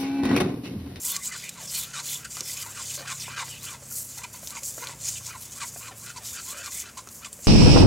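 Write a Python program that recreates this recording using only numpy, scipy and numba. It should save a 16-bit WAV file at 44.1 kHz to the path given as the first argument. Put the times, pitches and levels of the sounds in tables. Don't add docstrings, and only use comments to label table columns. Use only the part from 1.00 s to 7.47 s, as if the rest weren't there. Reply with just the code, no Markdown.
import sys
import numpy as np
from scipy import signal
from scipy.fft import rfft, irfft
from scipy.io import wavfile
from scipy.ndimage import uniform_filter1d
from numba import njit

SR = 44100
rng = np.random.default_rng(int(sys.argv[2]) if len(sys.argv) > 2 else 0)


def store_wav(level_fs):
    pcm = np.round(np.clip(np.atleast_2d(level_fs), -1, 1) * 32767)
    wavfile.write(sys.argv[1], SR, pcm.T.astype(np.int16))


N = 285327
TIME = np.arange(N) / SR


def undb(db):
    return 10 ** (np.asarray(db) / 20)


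def unit(x):
    return x / np.sqrt(np.mean(x ** 2) + 1e-18)


def curves(table):
    times, *columns = np.transpose(table)
    return [np.interp(TIME, times, column) for column in columns]


def colour(x, points):
    hz, db = np.transpose(points)
    bins_hz = np.fft.rfftfreq(len(x), 1 / SR)
    gain = undb(np.interp(np.log(bins_hz + 1e-3), np.log(hz), db))
    return irfft(rfft(x) * gain, len(x))


def band(x, lo_hz, hi_hz, order=2):
    return signal.sosfilt(signal.butter(order, [lo_hz, hi_hz], "band", fs=SR, output="sos"), x)


def walk(rate):
    step = int(SR / rate)
    held = np.repeat(rng.standard_normal(N // step + 1), step)
    return unit(uniform_filter1d(held, step)[:N])


@njit
def resonate(x, hz, width_hz):
    y, band_state, low_state = np.empty(len(x)), 0., 0.
    for i in range(len(x)):
        centre_hz = min(hz[i], .42 * SR)
        tuning, damping = np.tan(np.pi * centre_hz / SR), width_hz / centre_hz
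        passed = (band_state + tuning * (x[i] - low_state)) / (1 + tuning * (tuning + damping))
        band_state = 2 * passed - band_state
        low_state += 2 * tuning * passed
        y[i] = damping * passed
    return y


def cavity(drive, hz, width_hz):
    centre_hz = hz * np.ones(len(drive))
    ringing = resonate(drive, centre_hz, float(width_hz))
    return unit(resonate(ringing, centre_hz, 6.0 * width_hz))


def swell(start, length, rise, release_s):
    span = slice(max(int(start * SR), 0), int((start + length + 5 * release_s) * SR))
    t = TIME[span] - TIME[span][0]
    attack = np.minimum(t / (max(rise, .01) * length), 1)
    release = np.exp(-np.maximum(t - length + release_s, 0) / release_s)
    return span, attack * release, np.minimum(t / length, 1)


def burst(x, length, db):
    return undb(db) * unit(x) * np.sqrt(len(x) / (length * SR))


def droplets(rate, spread_db):
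    hit = rng.random(N) < rate / SR
    size = undb(spread_db * np.minimum(rng.standard_exponential(N), 4))
    return unit(hit * size * rng.choice([-1, 1], N))


def jaw_strokes():
    # widest_s, opening_s, closing_s, widest_cavity_hz, final_cavity_hz,
    # opening_db, closing_db, spray_db, squeak_db (re closing)
    laps = [ (0.161, 0.13, 0.036, 1162, 1125, -53, -58.5, -60, 5.5),
            (.315, 0.072, 0.048, 1380, 1074, -54.5, -50.5, -37.5, -14),
            (.572, 0.026, 0.038, 1152, 850, -60, -56.5, -44, -2),
            (.925, 0.17, 0.087, 1554, 1000, -57, -44.5, -37.5, -10),
            (1.243, 0.094, 0.024, 1567, 1415, -57, -51, -42, -6),
            (1.361, 0.034, .05, 1210, 1230, -67, -54.5, -46, -17),
            (1.627, 0.12, 0.029, 1310, 1190, -57.5, -57, -54, -2),
            (1.742, 0.064, 0.076, 1650, 996, -59, -48, -44, -10),
            (2.068, 0.022, 0.068, 1597, 1050, -52, -41.5, -36.5, -26),
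            (2.359, 0.1, 0.077, 1449, 962, -47, -39, -37, -7.5),
            (2.654, 0.037, .11, 1480, 920, -60, -49, -45.5, -18),
            (3.232, .03, 0.024, 1177, 964, -61, -54, -39, 1),
            (3.546, 0.055, 0.039, 1270, 937, -53, -51, -39, 1.5),
            (3.848, 0.031, 0.094, 1200, 947, -48.5, -51.5, -46.5, -22),
            (4.325, 0.061, .042, 1356, 948, -50, -53, -57, 3),
            (4.598, 0.051, 0.049, 1390, 972, -57.5, -47, -39, -2.5),
            (4.867, 0.077, 0.031, 1394, 968, -52.5, -54.5, -45, 1.5),
            (5.056, 0.041, 0.066, 1440, 1446, -59, -50.5, -44.5, -9),
            (5.158, .01, 0.034, 1043, 930, -68, -56.5, -42.5, 3),
            (5.344, 0.024, 0.066, 1600, 1304, -60.5, -48.5, -42, -12),
            (5.625, 0.18, 0.064, 1520, 1060, -48.5, -48, -39, -6),
            (5.848, 0.018, 0.06, 1557, 1362, -59.5, -53.5, -47, -12),
            (5.968, 0.017, 0.033, 1078, 1010, -76, -55, -40.5, 5),
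            (6.243, 0.039, 0.0313, 1420, 1020, -56, -57.5, -40.5, -4)]
    parted_hz = 936
    for widest, open_s, close_s, wide_hz, end_hz, open_db, close_db, spray_db, squeak_db in laps:
        yield widest - open_s, open_s, 0.62, parted_hz, wide_hz, open_db, spray_db - 10.5, -9
        yield widest, close_s, 0.18, wide_hz, end_hz, close_db, spray_db, squeak_db


def jet_flows():
    # time_s, level_db
    graze = [(0, -40), (.55, -53), (2.3, -49), (2.8, -50), (3.3, -51), (4.1, -43), (4.8, -48.5),
             (5.8, -44.5), (5.95, -55), (6.47, -60)]
    # start_s, length_s, rise_share, release_s, level_db, mist_db, froth_db (both re level)
    strikes = [(0.0, 0.13, 0.57, 0.011, -32.5, 0, -8), (0.11, 0.062, 0.67, 0.0084, -36.5, -7, -1),
               (0.227, 0.057, 0.44, 0.02, -41, -11.0, -7), (0.357, 0.16, 0.03, 0.096, -42, -8.5, 1),
               (0.585, 0.15, 0.26, 0.011, -42, -8, -5), (0.67, 0.18, 0.6, 0.025, -33.5, -2, -3),
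               (1.022, 0.157, 0.33, 0.038, -33.0, -4.5, -5), (1.296, 0.1, 0.08, 0.031, -40.5, -7, -10),
               (1.411, 0.17, 0.47, 0.006, -37, -5, -4.5), (1.553, 0.085, 0.82, 0.011, -34.5, -3.0, -1.5),
               (1.74, 0.12, 0.9, 0.036, -33.5, -12.0, -4.5), (1.82, 0.15, 0.57, 0.024, -34, -11, -6.5),
               (2.142, 0.12, 0.72, 0.025, -38.5, -6, 0.5), (2.43, 0.16, 0.12, 0.07, -44, -8.0, 0.5),
               (2.602, 0.057, 0.88, 0.004, -38, -3.0, -1), (2.88, 0.16, 0.84, 0.055, -32.0, -1.5, -19),
               (3.1, 0.088, 0.9, 0.06, -36.5, -8, -6.5), (3.325, 0.058, 0.13, 0.019, -41, -3.5, -8),
               (3.419, 0.093, 0.13, 0.0087, -45.5, -0.5, -8), (3.61, 0.13, 0.55, 0.054, -31.5, -5.0, -15.5),
               (3.744, 0.1, 0.2, 0.027, -50.5, 1, -17), (3.97, 0.17, 0.98, 0.064, -27, -12, -9),
               (4.192, 0.12, 0.62, 0.033, -38, -7, -6), (4.39, 0.081, 0.48, 0.043, -39, -2.5, -8),
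               (4.515, 0.04, 0.32, 0.033, -40, -12, -5.0), (4.662, 0.039, 0.52, 0.011, -41, -3.0, -16),
               (4.72, 0.099, 0.1, 0.011, -55, 4, -21), (4.93, 0.14, 0.9, 0.005, -41.5, -5.5, -20),
               (5.21, 0.11, 0.56, 0.032, -37.5, -6.5, -4), (5.44, 0.097, 0.64, 0.013, -36.5, -5.0, -6.5),
               (5.704, 0.13, 0.14, 0.017, -36.0, -7, -8.0), (6.09, 0.085, 0.96, 0.069, -37.5, -1.5, -24),
               (6.32, 0.04, 0.15, 0.18, -39, -0.5, -32), (6.418, 0.054, 0.67, 0.015, -34, -14, -11)]
    graze_db, = curves(graze)
    graze_mix = undb([0, -7, -12])
    power = np.outer(graze_mix, undb(graze_db + 4.5 * walk(25))) ** 2
    lap_sprays = [(start, length, rise, .012, db, -17.5, -2)
                  for start, length, rise, _, _, _, db, _ in jaw_strokes()]
    for start, length, rise, release_s, db, mist_db, froth_db in list(strikes) + lap_sprays:
        span, flow, _ = swell(start, length, rise, release_s)
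        power[:, span] += np.outer(undb([db, db + mist_db, db + froth_db]), flow) ** 2
    return np.sqrt(power)


def shifting_gap(drive, hz, width_hz, drift, rate):
    ringing = cavity(drive, hz * np.exp(drift * walk(rate)), width_hz)
    wetting_db = 4.0 * np.clip(walk(35), -2, 1)
    return unit(ringing * undb(wetting_db))


def bubbles(count=5000, decay_cycles=7):
    out, t = np.zeros(N + SR // 40), TIME[:SR // 40]
    for when, pitch, size in rng.random((count, 3)):
        hz = 2000 * 3.5 ** pitch
        age = t * hz / decay_cycles
        ping = np.sin(2 * np.pi * hz * t * (1 + .015 * np.minimum(age, 2))) * np.exp(-age)
        onset = int(when * N)
        out[onset:onset + len(t)] += undb(-2.2 * np.log(size + .02)) * ping
    return unit(out[:N])


def jet():
    # pitch_hz, gain_db
    spray_tone = [(2500, -12), (4400, 5), (5400, 1), (6400, 4), (7300, 5.5), (8500, 1), (9800, -3.5),
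                  (13000, -6.5), (15500, -10.5)]
    # pitch_hz, width_hz, level_db
    fold_modes = [(2220, 300, -23.5), (3750, 105, -15), (4580, 90, -8)]
    hiss_flow, mist_flow, froth_flow = jet_flows()
    clumps = undb(1.2 * walk(130))
    impacts = droplets(rate=3500, spread_db=3.0) + undb(-8.5) * rng.standard_normal(N)
    spatter = colour(clumps * impacts, spray_tone)
    hiss = undb(-1.5) * unit(band(spatter, 5300, 10970, order=3))
    teeth = undb(-11.0) * shifting_gap(spatter, hz=7360, width_hz=900, drift=0.078, rate=20)
    crackle = colour(clumps * droplets(rate=3000, spread_db=3.6), spray_tone)
    mist = undb(1.6 + 1.3 * walk(30)) * unit(band(spatter + crackle, 9800, 15900, order=4))
    drops = droplets(rate=2200, spread_db=4.0)
    flesh = undb(-5.5) * unit(band(drops, 3040, 5930, order=3))
    folds = sum(undb(db) * shifting_gap(drops, hz, width_hz, drift=0.12, rate=16)
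                for hz, width_hz, db in fold_modes)
    patter = undb(-14.5) * unit(band(droplets(rate=1300, spread_db=-1.5), 860, 3200))
    froth = flesh + folds + patter + undb(-7) * bubbles()
    splutter = undb(1.2 * walk(30) - 1.07)
    return splutter * (hiss_flow * (hiss + teeth) + mist_flow * mist + froth_flow * froth)


def engine(smear=0.499, fade_db=2.5, boom_octaves=0.27):
    # time_s, firing_hz, level_db, boom_hz
    drive_by = [(0, 34.3, -58.5, 167), (.88, 35.3, -53.5, 143), (1.46, 34.5, -54, 120),
                (1.86, 33.7, -52.5, 107), (2.03, 33.55, -49, 127), (2.25, 33.9, -49.5, 116.7),
                (3.7, 31.24, -58, 117), (3.91, 30.27, -53.5, 134), (4.16, 29.1, -49, 120),
                (4.47, 29, -53.5, 100), (4.63, 27.87, -55.5, 121), (5.24, 28.16, -54, 105),
                (5.45, 28.54, -68, 92), (6.47, 27, -67, 105.5)]
    firing_hz, level_db, boom_hz = curves(drive_by)
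    phase = 2 * np.pi * np.cumsum(firing_hz) / SR
    orders = np.arange(2, 7)[:, None]
    fades = np.array([undb(fade_db * walk(5.01)) for _ in orders])
    weights = fades / (1 + (np.log2(orders * firing_hz / boom_hz) / boom_octaves) ** 2)
    weights /= np.sqrt(np.sum(weights ** 2, axis=0) / 2)
    harmonics = np.cos(orders * phase + smear * orders ** 2)
    return undb(level_db) * np.sum(weights * harmonics, axis=0)


def garden():
    # pitch_hz, gain_db
    bed_tone = [(25, -21), (45, -0.5), (65, 6), (110, 5), (230, 1.5), (330, -4.5), (580, -2.5), (800, -9),
                (1000, -6.5), (1600, -9.5), (2600, -10.5), (4000, -17), (7300, -6), (15500, -19.5)]
    air = unit(colour(rng.standard_normal(N), bed_tone)) * undb(.5 * walk(5.4))
    hum = cavity(rng.standard_normal(N), hz=225.7, width_hz=18)
    return undb(-50) * air + undb(-65) * hum


def whistle(hz, flow, wander):
    jitter = unit(uniform_filter1d(rng.standard_normal(len(hz)), SR // 500))
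    phase = 2 * np.pi * np.cumsum(hz * (1 + wander * jitter)) / SR
    return unit(flow * np.sin(phase))


def mouth(drive, hz, flow):
    # pitch_hz, share of the cavity's glide, width_hz, level_db
    modes = [(1190, 1, 194, 0.5), (1470, 0.45, 200, -1), (2355, 0.54, 190, 1), (2774, 0.31, 240, -2.5),
             (4000, 0.6, 1040, -1)]
    half_open_hz = modes[0][0]
    fizz = undb(-15) * unit(band(drive, 2700, 17000))
    slosh = undb(-16) * unit(band(drive, 440, 1340))
    sound = fizz + slosh + undb(-1) * whistle(hz, flow, wander=0.06)
    for mode_hz, share, width_hz, db in modes:
        sound += undb(db) * cavity(drive, mode_hz * (hz / half_open_hz) ** share, width_hz)
    return sound


def slurps(squeak_hz=985, squeak_octaves=.3):
    # start_s, length_s, from_hz, to_hz, level_db
    gulps = [(.603, 0.068, 695, 580, -58), (1.405, .012, 784, 460, -66), (1.654, 0.037, 923, 1036, -57.5),
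             (1.972, .09, 554, 850, -51.5), (3.171, 0.042, 828, 1020, -59), (3.337, 0.032, 1002, 983, -62),
             (3.779, 0.114, 433, 562, -55.5), (4.909, 0.0306, 843, 568, -59.5),
             (5.205, 0.058, 735, 656, -63), (5.52, 0.108, 562, 643, -56)]
    water = droplets(rate=2200, spread_db=2.5) * undb(2.1 * walk(130))
    out = np.zeros(N)
    for start, length, rise, from_hz, to_hz, db, _, squeak_db in jaw_strokes():
        span, flow, progress = swell(start, length, rise, release_s=0.0078)
        hz = from_hz * (to_hz / from_hz) ** progress
        pursed = np.exp(-(np.log2(hz / squeak_hz) / squeak_octaves) ** 2)
        out[span] += burst(mouth(water[span] * flow, hz, flow), length, db)
        out[span] += burst(whistle(hz, flow * pursed, wander=0.054), length, db + squeak_db)
    for start, length, from_hz, to_hz, db in gulps:
        span, flow, progress = swell(start, length, rise=0.081, release_s=0.021)
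        hz = from_hz * (to_hz / from_hz) ** progress
        out[span] += burst(mouth(water[span] * flow, hz, flow), length, db)
    return out


def squirts(relative_width=0.11):
    # start_s, length_s, from_hz, to_hz, level_db
    catches = [ (0.077, 0.054, 3060, 3570, -43.5), (0.13, 0.043, 3770, 5800, -51),
               (0.194, 0.052, 1870, 2200, -52.5), (0.262, 0.023, 7000, 7500, -36.5),
               (0.306, 0.061, 2250, 1460, -45.5), (.332, 0.034, 4530, 3260, -51),
               (0.417, 0.077, 2150, 2480, -45.5), (0.667, 0.045, 5700, 5000, -43),
               (0.743, 0.11, 4360, 3520, -44), (1.078, 0.088, 3440, 3340, -43.5),
               (1.349, 0.026, 3160, 1980, -53), (1.417, 0.137, 5760, 4600, -45.5),
               (1.556, 0.056, 2290, 3100, -49.5), (1.895, 0.023, 3150, 2670, -49),
               (1.923, 0.097, 4670, 4340, -47), (2.114, 0.077, 7800, 6700, -43),
               (2.196, 0.027, 6000, 4700, -42), (2.23, 0.044, 2300, 3230, -50),
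               (2.237, 0.069, 2080, 2730, -48.5), (2.49, 0.0964, 3040, 2650, -49),
               (2.657, 0.037, 2350, 3420, -46.5), (3.237, 0.014, 2390, 2250, -46),
               (3.562, 0.031, 2500, 2210, -47.5), (4.321, 0.023, 2300, 2050, -53),
               (4.611, .039, 2477, 2080, -48), (4.818, .07, 2550, 2380, -52),
               (5.24, 0.063, 5100, 5700, -49), (4.15, 0.038, 2900, 2720, -49), (5.74, .11, 2170, 2300, -52),
               (6.244, 0.0093, 2560, 2460, -48.5), (6.445, 0.025, 2800, 2880, -50.5)]
    water, out = droplets(rate=2400, spread_db=2.0), np.zeros(N)
    for start, length, from_hz, to_hz, db in catches:
        span, flow, progress = swell(start, length, rise=0.15, release_s=0.0027)
        hz = from_hz * (to_hz / from_hz) ** progress
        pocket = cavity(water[span] * flow, hz, relative_width * from_hz)
        out[span] += burst(pocket, length, db)
    return out


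def smacks(snap_s=.0016, spray_db=-10, body_db=-8, trim_db=-2):
    # start_s, level_db (before trim), ring_hz, spray_t60_s
    hits = [(0.1034, -27, 7810, 0.03), (0.1647, -15, 6570, 0.018), (0.248, -30, 7000, 0.03),
            (0.492, -22, 7550, 0.034), (1.2483, -30, 6260, 0.049), (1.369, -22.5, 6900, 0.026),
            (1.407, -17.5, 6200, 0.012), (3.337, -40, 7600, 0.03), (3.4727, -22, 5700, 0.023),
            (3.5057, -26.5, 7060, 0.021), (3.6326, -24, 7040, 0.03), (3.8715, -25.5, 3670, 0.024),
            (4.0586, -31, 7300, 0.045), (4.267, -27, 6940, 0.034), (4.6828, -36, 6980, 0.03),
            (5.6604, -26, 7200, 0.11), (6.0733, -34.5, 6210, 0.043), (6.0882, -33, 6300, 0.042),
            (6.246, -39, 2560, 0.036), (6.329, -25, 8200, 0.017)]
    out = np.zeros(N)
    snap_noise, spray_noise = rng.standard_normal((2, N))
    for start, db, hz, t60_s in hits:
        span = slice(int(start * SR), int(start * SR) + SR // 10)
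        t = TIME[span] - TIME[span][0]
        bright = cavity(snap_noise[span], hz, width_hz=1330)
        body = undb(body_db) * cavity(snap_noise[span], 0.78 * hz, width_hz=1000)
        snap = (bright + body) * np.exp(-t / snap_s)
        spray = unit(band(spray_noise[span], 2900, 12300)) * undb(-60 * t / t60_s)
        out[span] += undb(db + trim_db) * (snap + undb(spray_db) * spray)
    return out


def plops(attack_s=0.00057, t60_s=0.046, glide=0.075, wet_db=-5):
    # start_s, level_db, pitch_hz
    pulls = [(1.369, -33, 1223), (1.411, -41, 357), (2.006, -34.5, 534), (2.28, -33.5, 1006),
             (2.479, -42, 1630), (2.823, -42, 561.4), (2.914, -46.5, 1370), (3.43, -40, 637),
             (3.624, -44.5, 552), (3.779, -34.5, 630), (3.893, -31.5, 1024), (4.207, -43.5, 1080),
             (4.76, -38.5, 670), (6.072, -37.5, 1255), (6.388, -44, 558)]
    out, noise = np.zeros(N), rng.standard_normal(N)
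    for start, db, hz in pulls:
        span = slice(int(start * SR), int(start * SR) + SR // 12)
        t = TIME[span] - TIME[span][0]
        pocket = np.sin(2 * np.pi * hz * t * (1 + glide * t / t60_s))
        wet = undb(wet_db) * unit(band(noise[span], 330, 2000))
        envelope = (1 - np.exp(-t / attack_s)) * undb(-60 * t / t60_s)
        out[span] += undb(db) * (pocket + wet) * envelope
    return out


def patio(x, t60_s=0.16, predelay_s=.006, tail_db=-20):
    # delay_s, signed_gain
    echoes = [(.001814, -0.15), (.002005, 0.21), (.00338, 0.044), (.00473, -0.29)]
    t = TIME[:SR // 2]
    scatter = band(rng.standard_normal(len(t)), 290, 3800)
    response = scatter * undb(-60 * t / t60_s) * (t > predelay_s)
    response *= undb(tail_db) / np.linalg.norm(response)
    for delay_s, gain in echoes:
        response[int(round(delay_s * SR))] += gain
    return x + signal.fftconvolve(x, response)[:N]


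def scene():
    dog = jet() + slurps() + squirts() + smacks() + plops()
    mono = patio(dog) + engine() + garden()
    return np.array([mono, mono])


def record(dry):
    low_cut = signal.butter(8, 48, "high", fs=SR, output="sos")
    high_cut = signal.ellip(10, .2, 80, 15900, fs=SR, output="sos")
    return signal.sosfilt(high_cut, signal.sosfilt(low_cut, dry))


dry = scene()
out = record(dry)
store_wav(out)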